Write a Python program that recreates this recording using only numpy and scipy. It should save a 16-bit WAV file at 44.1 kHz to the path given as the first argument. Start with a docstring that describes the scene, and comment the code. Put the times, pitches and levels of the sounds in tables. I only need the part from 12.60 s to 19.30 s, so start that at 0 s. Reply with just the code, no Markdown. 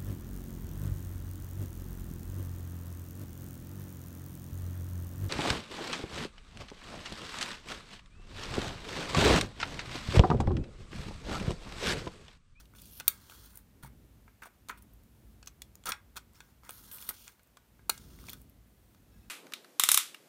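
"""A finger brushes plastic over the rumble and hiss of a quiet room: a hand opens a pocket cassette
player, fetches a cassette, slides it into the door and shuts it. Latches, door and cassette click in
bursts of micro-impacts; skin and plastic rub by stick-slip. Both ring one hollow shell, and small
parts ring at their own pitch. The floor thumps softly once; a faint whine enters near the end."""
import sys
import numpy as np
from scipy import signal
from scipy.fft import rfft, irfft
from scipy.io import wavfile

SR = 44100
rng = np.random.default_rng(int(sys.argv[2]) if len(sys.argv) > 2 else 0)


def store_wav(level_fs):
    """Save 16-bit WAV to argv[1]."""
    pcm = np.round(np.clip(np.atleast_2d(level_fs), -1, 1) * 32767)
    wavfile.write(sys.argv[1], SR, pcm.T.astype(np.int16))


N = 295451
TIME_S = np.arange(N) / SR
REGISTER_EDGES_HZ = (520, 2200, 7000, 16500)   # three registers: hollow, plastic, bright


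def from_db(db):
    """Decibels to gain."""
    return 10 ** (np.asarray(db) / 20)


def unit_rms(x):
    """Scale to rms 1."""
    return x / np.sqrt(np.mean(x ** 2) + 1e-20)


def drift(rate_hz):
    """Smooth random wander, rms about 1."""
    step, warmup = 40, 2000
    pole = np.exp(-2 * np.pi * rate_hz * step / SR)
    noise = rng.standard_normal(N // step + warmup + 2)
    slow = signal.lfilter([1], [1, -2 * pole, pole * pole], noise)[warmup:]
    return np.interp(np.arange(N) / step, np.arange(len(slow)), unit_rms(slow))


def band(x, low_hz, high_hz):
    """Butterworth band-pass."""
    return signal.sosfilt(signal.butter(3, [low_hz, high_hz], "band", fs=SR, output="sos"), x)


def ring(force, hz, t60_s):
    """One damped mode; about unit power gain for white force."""
    pole, angle = from_db(-60 / (t60_s * SR)), 2 * np.pi * hz / SR
    gain = np.sin(angle) * np.sqrt(2 * (1 - pole * pole))
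    return signal.lfilter([0, gain], [1, -2 * pole * np.cos(angle), pole * pole], force + 1e-18)


def coloured_noise(spectrum):
    """Noise shaped by (Hz, dB) points, rms 1."""
    hz = np.maximum(np.arange(N // 2 + 1) * SR / N, 1)
    points_hz, points_db = np.transpose(spectrum)
    gain = from_db(np.interp(np.log(hz), np.log(points_hz), points_db))
    return unit_rms(irfft(rfft(rng.standard_normal(N)) * gain, N))


def room_tail(x, db, t60_s):
    """Diffuse tail of a small furnished room; the first wall answers after 4 ms."""
    t = np.arange(SR // 2) / SR
    tail = rng.standard_normal(len(t)) * from_db(-60 * t / t60_s) * (t > 0.004)
    return from_db(db) * signal.fftconvolve(x, tail / np.sqrt(np.sum(tail ** 2)))[:N]


# Rumble level. Each row: time in seconds, level in dB.
RUMBLE_LEVELS = [(0.0, -61), (1.06, -59.5), (1.34, -56), (1.68, -63), (1.9, -65.5), (2.29, -56),
                 (3.23, -61.5), (3.73, -65), (4.18, -60), (4.57, -62.5), (4.7, -68), (4.94, -65.5),
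                 (5.39, -59.5), (5.76, -56), (6.12, -64.5), (6.7, -60)]
# Rumble spectrum. Each row: frequency in Hz, relative density in dB.
RUMBLE_SPECTRUM = [(20, -26), (33, -17), (45, -2.5), (54, 5), (70, -5), (100, -3), (160, -11), (217, -8),
                   (400, -20.5), (650, -28.5), (1500, -46.5)]


def rumble(waver_db):
    """Low room noise; the level wavers slowly about its curve."""
    level_db = np.interp(TIME_S, *np.transpose(RUMBLE_LEVELS)) + waver_db * drift(1.7)
    return from_db(level_db) * coloured_noise(RUMBLE_SPECTRUM)


# Hiss spectrum. Each row: frequency in Hz, relative density in dB.
HISS_SPECTRUM = [(200, -41), (350, 3), (1500, -3), (3500, -7.5), (5000, -10), (8000, -10.5), (10500, -10.5),
                 (13000, -7), (15500, -9), (16000, -39.5)]


def hiss(rms_db):
    """Steady broadband background."""
    return from_db(rms_db) * coloured_noise(HISS_SPECTRUM)


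# Modes of shell, door and mechanism. Each row: frequency in Hz, gain in dB, t60 in seconds.
SHELL_MODES = [(570, -29, 0.086), (1057, -12, 0.075), (1337, -2.5, .025), (1473, 2, 0.059),
               (1615, 0.5, 0.042), (2090, -2, 0.018), (2553, -2.5, 0.017), (2928, -4, 0.015),
               (3454, -2.5, 0.01), (3710, -3, 0.0081), (4290, -4, 0.0055), (4600, -9, .01),
               (5503, -14, 0.012), (5964, -18, 0.015), (6905, -25, 0.012), (8250, -4.5, 0.0056),
               (9600, -5.5, 0.018), (10350, -15.5, 0.0091), (11420, -18.5, 0.015), (11000, -12, 0.015),
               (12160, -11, 0.015), (14000, -14.5, 0.0036), (15100, -24.5, 0.011)]


def shell_modes(register):
    """The shell's resonances within one register."""
    low_hz, high_hz = REGISTER_EDGES_HZ[register:register + 2]
    return [(hz, db, t60_s) for hz, db, t60_s in SHELL_MODES if low_hz <= hz < high_hz]


# Direct band per register. 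Each row: low edge in Hz, high edge in Hz.
DIRECT_BANDS_HZ = [(750, 2300), (2100, 7600), (7200, 16300)]


def direct(force, register):
    """Sound that the shell radiates without ringing."""
    return band(force, *DIRECT_BANDS_HZ[register])


def stick_slip(slips_per_s, size_db, clump_db):
    """Friction force: dense, uneven slips whose strength comes in clumps."""
    sizes = from_db(size_db * np.minimum(rng.exponential(1, N), 5))
    signs = rng.choice([-1, 1], N)
    slipping = rng.random(N) < slips_per_s / SR
    return sizes * signs * slipping * from_db(clump_db * drift(52))


def rubbing(register, slips, ringing_db, wander_db=3):
    """Slips heard directly and through shell modes that each swell on their own; rms 1."""
    ringing = sum(from_db(db + wander_db * drift(3.1)) * ring(slips, hz, t60_s)
                  for hz, db, t60_s in shell_modes(register))
    return unit_rms(unit_rms(direct(slips, register)) + from_db(ringing_db) * unit_rms(ringing))


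def pressure(start_s, length_s, swell_db, attack_s, release_s):
    """Envelope of one movement: sets in, swells or sags evenly in dB, lets go."""
    elapsed_s = TIME_S - start_s
    progress = np.clip(elapsed_s / length_s, 0, 1)
    held = np.clip(np.minimum(elapsed_s / attack_s, 1 + (length_s - elapsed_s) / release_s), 0, 1)
    return held ** 2 * from_db(swell_db * (progress - 0.5))


# Finger strokes. Each row: start and length in seconds, hollow, plastic and bright
# mid-stroke levels in dB, swell over the stroke in dB.
FINGER_STROKES = [(-0.03, 0.052, -53.5, -50, -51, -42), (0.14, 0.24, -80, -64, -60, 5),
                  (0.41, 0.1, -71, -70, -68, 18), (0.5, 0.19, -70, -66.5, -66, 3.5),
                  (0.68, 0.19, -67.5, -62, -59.5, 0.5), (0.89, .1, -72, -72, -65, -3),
                  (2.15, 0.59, -99, -91.5, -83, 13), (3.73, 0.18, -74.5, -73, -73, -7),
                  (4.02, 0.055, -64, -70, -67.5, 8), (4.1, 0.2, -68.5, -63.5, -59, 2),
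                  (4.31, 0.19, -64.5, -59.5, -53, 3), (4.52, 0.16, -78, -61.5, -59.5, 0),
                  (4.7, 0.128, -95, -82, -78.5, -20), (5.31, 0.28, -71.5, -65.5, -65.5, -3.5),
                  (5.58, 0.14, -70.5, -63.5, -62.5, 11.5), (5.75, 0.08, -92, -76, -69.5, -7),
                  (6.05, .3, -102.5, -86, -77.5, 2), (6.35, 0.31, -85, -82, -81, 13)]


def finger_strokes(register, slips):
    """Skin slides over plastic: soft onset, little ringing."""
    gain = sum(from_db(levels_db[register])
               * pressure(start_s, length_s, swell_db, attack_s=0.02, release_s=0.069)
               for start_s, length_s, *levels_db, swell_db in FINGER_STROKES)
    return gain * rubbing(register, slips, ringing_db=-6)


# Contacts of latches, door and cassette. Each row: start in seconds, burst energy in dB, shares of
# hollow knock, plastic tick and metal snap in dB, chatter t60 in ms, part pitch in Hz, part share in dB.
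CLICKS = [(0.055, -58, -11, 4.5, -17, 13, 2440, -13), (0.137, -47.5, 7.5, -34, -9, 8, 1300, -6),
          (0.15, -46, 10, -7, -13, 17, 1220, -11), (0.186, -43, -23, -14, -14, 5.7, 3600, 2),
          (0.193, -43, -39.5, -11, -15, 8, 14500, -6), (0.218, -35.5, -34, -14, -2.5, 12, 11800, -19),
          (0.255, -39, -44, -15, -1, 15, 11800, -10), (0.353, -44, -30.5, -19, -1, 3.3, 11900, -6),
          (0.3995, -27, -30, -6.5, -2, 12, 5800, -4), (0.406, -28, -8, -15, -24, 14, 2580, 11),
          (0.4794, 0.5, -13.5, -18.5, -8, 16, 13600, 7.5), (0.698, -32, -8, -18, -17, 4, 3370, 6),
          (0.711, -33, -5.5, -19, -17, 6.5, 13800, -9), (0.721, -36.5, 5, -18, -16, 6.4, 1380, -18),
          (0.859, -50, -25, -20, 3, 5.4, 14600, -4), (0.956, -33, -34, -36, -6, 8.5, 14400, -2),
          (0.973, -29.5, -40, -52, -2.5, 10.1, 12570, 9.5), (1.234, -30.5, -9, -12.5, -23, 14, 1480, -1),
          (1.247, -31, -13, -26.5, -14, 18, 980, 6.5), (1.679, -40, 10, -22, -30, 20, 1300, -5),
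          (1.8197, -30, -15, -19.5, -30, 15, 1400, -3), (1.833, -28, -12, -15, -31, 12, 1350, 5),
          (1.857, -25, -5, -29, -19, 17, 1180, 0), (1.87, -38.5, 6, -32, -25, 4, 684, 1.5),
          (2.086, -28, -1, -12.5, -9, 16, 6440, -1), (2.094, -23.5, -9.5, -11.5, -23, 20, 1400, 3),
          (2.111, -31, -3, -16, -27.5, 7.3, 1320, -6), (2.118, -41, -17, -24.5, -31, 6.3, 1380, -5),
          (2.222, -41, -18, -46.5, -2.5, 27, 11600, 10.5), (2.335, -44, -16, -34, -6, 11, 12900, 5),
          (2.435, -53, -18, -17, 0, 8.9, 12200, -5.5), (2.828, -36.5, -0.5, -6.5, -26, 12.3, 2630, 4),
          (2.86, -45, -14, -9, -4, 10.5, 5890, 6), (2.873, -32.5, -33, -9, -7, 13, 6200, 15.5),
          (3.019, -32, -32, -2, 0, 16, 3760, 9.5), (3.154, -36.5, -24, -28, -5.5, 8.9, 6460, 9),
          (3.238, -35, -10, -12, -20, 8, 1250, -7), (3.257, -27.5, -24, -10, -3, 6.9, 1270, -10),
          (3.268, -21, -18, -4.5, -19, 46, 1340, 4), (3.291, -16.5, -10.5, -10.5, -7.5, 11, 1330, -3),
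          (3.32, -23, -42, 1, -29, 12, 1360, -19), (3.558, -36, -10, -17.5, -11, 6.3, 1440, 5),
          (3.567, -24.5, -34, -11, -12, 15, 1430, -1), (3.574, -21.5, -8, -23.5, -16, 5.9, 1390, -8),
          (3.734, -50.5, -23, -23, -3, 7.3, 1055, -3), (3.755, -47, -23, -5, -11, 13, 5180, -15),
          (3.804, -35, 9, -6.5, -13.5, 19, 1570, -4.5), (4.034, -40, 3.5, -17, -26, 7.4, 1410, -11),
          (4.05, -39, -2, -11.5, -22, 7.3, 1330, -7.5), (4.093, -23.5, -5, -17, -7, 2.4, 8200, 8),
          (4.107, -27.5, -28, -19, -5, 6.5, 12600, 8), (4.131, -43, -27, -24, -2, 8, 11900, -6),
          (4.314, -35, -30, -9.5, -13, 13, 11500, 16), (4.334, -40, -30, -34, -10, 8, 13500, -6),
          (4.384, -39, -15, -3, -20, 8, 3000, 0), (4.413, -34, -17, -14, -0.5, 11, 11800, -8),
          (4.424, -26.5, -3.5, -13.5, -13, 14, 13900, 3), (4.49, -21, -15, -44, -30, 46, 13000, 16.5),
          (4.499, -28, -23, -19, -11, 3.2, 13000, 9), (4.508, -28.5, 3, -44, -21, 3.2, 13000, 6),
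          (4.679, -38.5, -35, 0.5, -14, 3.1, 1480, -10), (4.794, -50.5, 9, -6.5, -18, 20, 1490, 1),
          (4.832, -48.5, -27, -27, -2, 7.6, 13300, -5), (4.873, -49.5, -11, -13, -7, 11, 1280, 4),
          (4.97, -36.5, 4, -9.5, -14, 21, 1150, 5), (5.193, -46, 10, -33, -34, 9.2, 1017, -2),
          (5.2947, -11.5, -7, -17, -5.5, 7.3, 1290, 5), (5.297, -7.5, -3.5, -10.5, -5, 15, 4600, -2),
          (5.377, -29, -15, -28, -13, 9.3, 9400, 0), (5.378, -36.5, -35, -10, -25, 17, 7240, 12),
          (5.588, -35.5, -12, -16, -16.5, 12, 2340, 5), (5.64, -40, -8, -13, -20, 8, 1280, 2),
          (5.668, -40, -23, -9, -7, 8, 6160, 9), (5.685, -30, -32, -9.5, -18, 18, 2280, 13.5),
          (5.695, -28, -30, -9, -23, 3.6, 12500, 9), (5.7, -26.5, -15, -18, -8, 7.3, 13900, -2),
          (5.732, -26, -11.5, -15, -15, 5.4, 14600, 12), (5.816, -43.5, -32, -22, -5, 9.3, 14400, 12),
          (5.897, -37, -33, -43, -18, 9, 13150, 3.5), (6.347, -41.5, 0, -15, -32.5, 10.2, 1260, -8)]


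def clicks(rise_ms, part_cycles, spread_db, crack_db):
    """Bursts of micro-impacts ring the struck parts and the shell; returns parts, shell per register."""
    start_s, energy_db, *shares_db, chatter_ms, part_hz, part_db = np.transpose(CLICKS)
    offsets = np.arange(1024)
    t_ms = 1000 * offsets / SR
    bursts = np.abs(rng.standard_normal((len(CLICKS), len(offsets))))   # all push one way
    bursts *= from_db(-60 * t_ms / np.clip(chatter_ms[:, None], 1, 40))
    bursts *= np.minimum(t_ms / rise_ms, 1)
    bursts *= from_db(energy_db[:, None]) / np.linalg.norm(bursts, axis=1, keepdims=True)
    samples = np.minimum((start_s[:, None] * SR).astype(int) + offsets, N - 1)

    def place(sounds, gains):
        """Sum one short sound per contact onto the timeline."""
        return np.bincount(samples.ravel(), (sounds * gains[:, None]).ravel(), N)

    pings = np.array([ring(burst, hz, part_cycles / hz) for burst, hz in zip(bursts, part_hz)])
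    parts = band(place(pings, from_db(part_db)), 600, 16500)
    shell = []
    for register, response_db in enumerate((-5, 12, 11.5)):
        gains = from_db(shares_db[register] + response_db)
        modes = shell_modes(register)
        # Each contact drives each mode with its own strength.
        strengths = from_db(spread_db * rng.standard_normal((len(CLICKS), len(modes))))
        strengths /= np.sqrt(np.mean(strengths ** 2, axis=1, keepdims=True))
        crack = from_db(crack_db) * direct(place(bursts, gains), register)
        ringing = sum(from_db(db) * ring(place(bursts, gains * strength), hz, t60_s)
                      for (hz, db, t60_s), strength in zip(modes, strengths.T))
        low_hz = 0.8 * REGISTER_EDGES_HZ[register]   # nothing radiates far below its modes
        shell.append(band(crack + ringing, low_hz, 16700))
    return parts, shell


# Short scrapes. Each row: start and length in seconds, hollow, plastic and bright
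# mid-scrape levels in dB, swell over the scrape in dB.
PART_SCRAPES = [(0.18, 0.017, -70, -60.5, -73, -9), (0.396, 0.012, -47.5, -50, -52, -3),
                (0.95, .04, -76, -78, -63, 0), (1.225, 0.051, -57, -62.5, -57, -3),
                (1.82, 0.0075, -42, -60.5, -58.5, -6), (1.832, 0.012, -46.5, -54.5, -58, -4.5),
                (1.85, 0.026, -61, -64.5, -61.5, -10), (2.172, 0.018, -73, -68, -61, -7),
                (2.095, 0.026, -44, -62, -60, -29), (2.87, 0.013, -56, -52.5, -58, -10),
                (3.254, 0.054, -42, -44, -42, -1), (3.316, 0.018, -38.5, -59, -47, -15),
                (3.56, 0.02, -54, -46, -50.5, 3), (4.088, 0.021, -56.5, -59, -55, -9),
                (4.312, 0.061, -70, -79, -52.5, 0), (4.487, 0.025, -51, -48, -43, -24.5),
                (4.67, 0.029, -61.5, -70, -66, -6), (5.68, 0.023, -80, -58.5, -59, 3),
                (5.728, 0.011, -62, -50, -51, -7)]


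def scrapes(register, slips):
    """Cassette, door and latch scrape: fast onset, strong shell ringing."""
    gain = sum(from_db(levels_db[register])
               * pressure(start_s, length_s, swell_db, attack_s=0.0035, release_s=0.01)
               for start_s, length_s, *levels_db, swell_db in PART_SCRAPES)
    return gain * rubbing(register, slips, ringing_db=1.5)


# Pitched rasps. Each row: start and length in seconds, pitch in Hz, mid-rasp level in dB, swell in dB.
PART_RASPS = [(0.22, 0.063, 4770, -72, -18), (0.308, 0.095, 12100, -57.5, 2),
              (2.096, 0.032, 1410, -47.5, -12), (3.261, 0.034, 1310, -38, 6), (3.33, 0.025, 1360, -51, -6),
              (3.561, 0.029, 1440, -48.5, -9), (3.744, 0.028, 5400, -74, 0), (4.123, 0.13, 6500, -79, -2),
              (4.13, 0.13, 12500, -65.5, -16), (4.323, 0.037, 13500, -50, -1), (4.38, .1, 13400, -68, 0),
              (4.537, 0.15, 3330, -77, 13)]


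def rasps(slips, t60_cycles):
    """A fingertip or edge drags over one small part; the slips drive its single resonance."""
    out = np.zeros(N)
    for start_s, length_s, hz, db, swell_db in PART_RASPS:
        gain = from_db(db) * pressure(start_s, length_s, swell_db, attack_s=0.0035, release_s=0.015)
        out += gain * unit_rms(ring(slips, hz, t60_cycles / hz))
    return out


# Low floor modes. Each row: frequency in Hz, initial level in dB, t60 in seconds.
FLOOR_MODES = [(61, -46, 0.36), (133.7, -44.5, 0.223), (176, -53, 0.17)]


def floor_thump(start_s):
    """One soft bump sets the floor ringing."""
    t = np.maximum(TIME_S - start_s, 0)
    return sum(from_db(db - 60 * t / t60_s) * np.sin(2 * np.pi * hz * t) for hz, db, t60_s in FLOOR_MODES)


# Whine tones. Each row: frequency in Hz, median amplitude in dB.
WHINE_TONES = [(1653, -83), (2600, -84), (3865, -86), (5373, -83), (6826, -88)]


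def whine(start_s, fade_s, flutter_db):
    """Faint thin tones, each fluttering in level."""
    tones = sum(from_db(db + flutter_db * drift(30)) * np.sin(2 * np.pi * hz * TIME_S)
                for hz, db in WHINE_TONES)
    return tones * np.clip((TIME_S - start_s) / fade_s, 0, 1)


def scene():
    """Mono mix of background and handling; clicks and scrapes feed the room tail."""
    fine_slips = stick_slip(slips_per_s=5000, size_db=1.2, clump_db=1.2)
    rough_slips = stick_slip(slips_per_s=9000, size_db=2.5, clump_db=2)
    parts, shell = clicks(rise_ms=0.4, part_cycles=16, spread_db=2.5, crack_db=8)
    out = rumble(waver_db=2) + hiss(rms_db=-71.5)
    out += parts + room_tail(parts, db=-12.5, t60_s=0.079)
    for register, (room_db, room_t60_s) in enumerate([(-9, 0.25), (-13.5, 0.14), (-18, 0.17)]):
        out += finger_strokes(register, fine_slips)
        clatter = shell[register] + scrapes(register, rough_slips)
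        out += clatter + room_tail(clatter, room_db, room_t60_s)
    out += rasps(fine_slips, t60_cycles=48)
    out += floor_thump(start_s=1.236)
    out += whine(start_s=6.5, fade_s=0.033, flutter_db=7)
    return out[None]


def record(dry):
    """Steep low-pass, 60 dB down at 16.8 kHz."""
    return signal.sosfilt(signal.cheby2(12, 60, 16800, fs=SR, output="sos"), dry)


dry = scene()
out = record(dry)
store_wav(out)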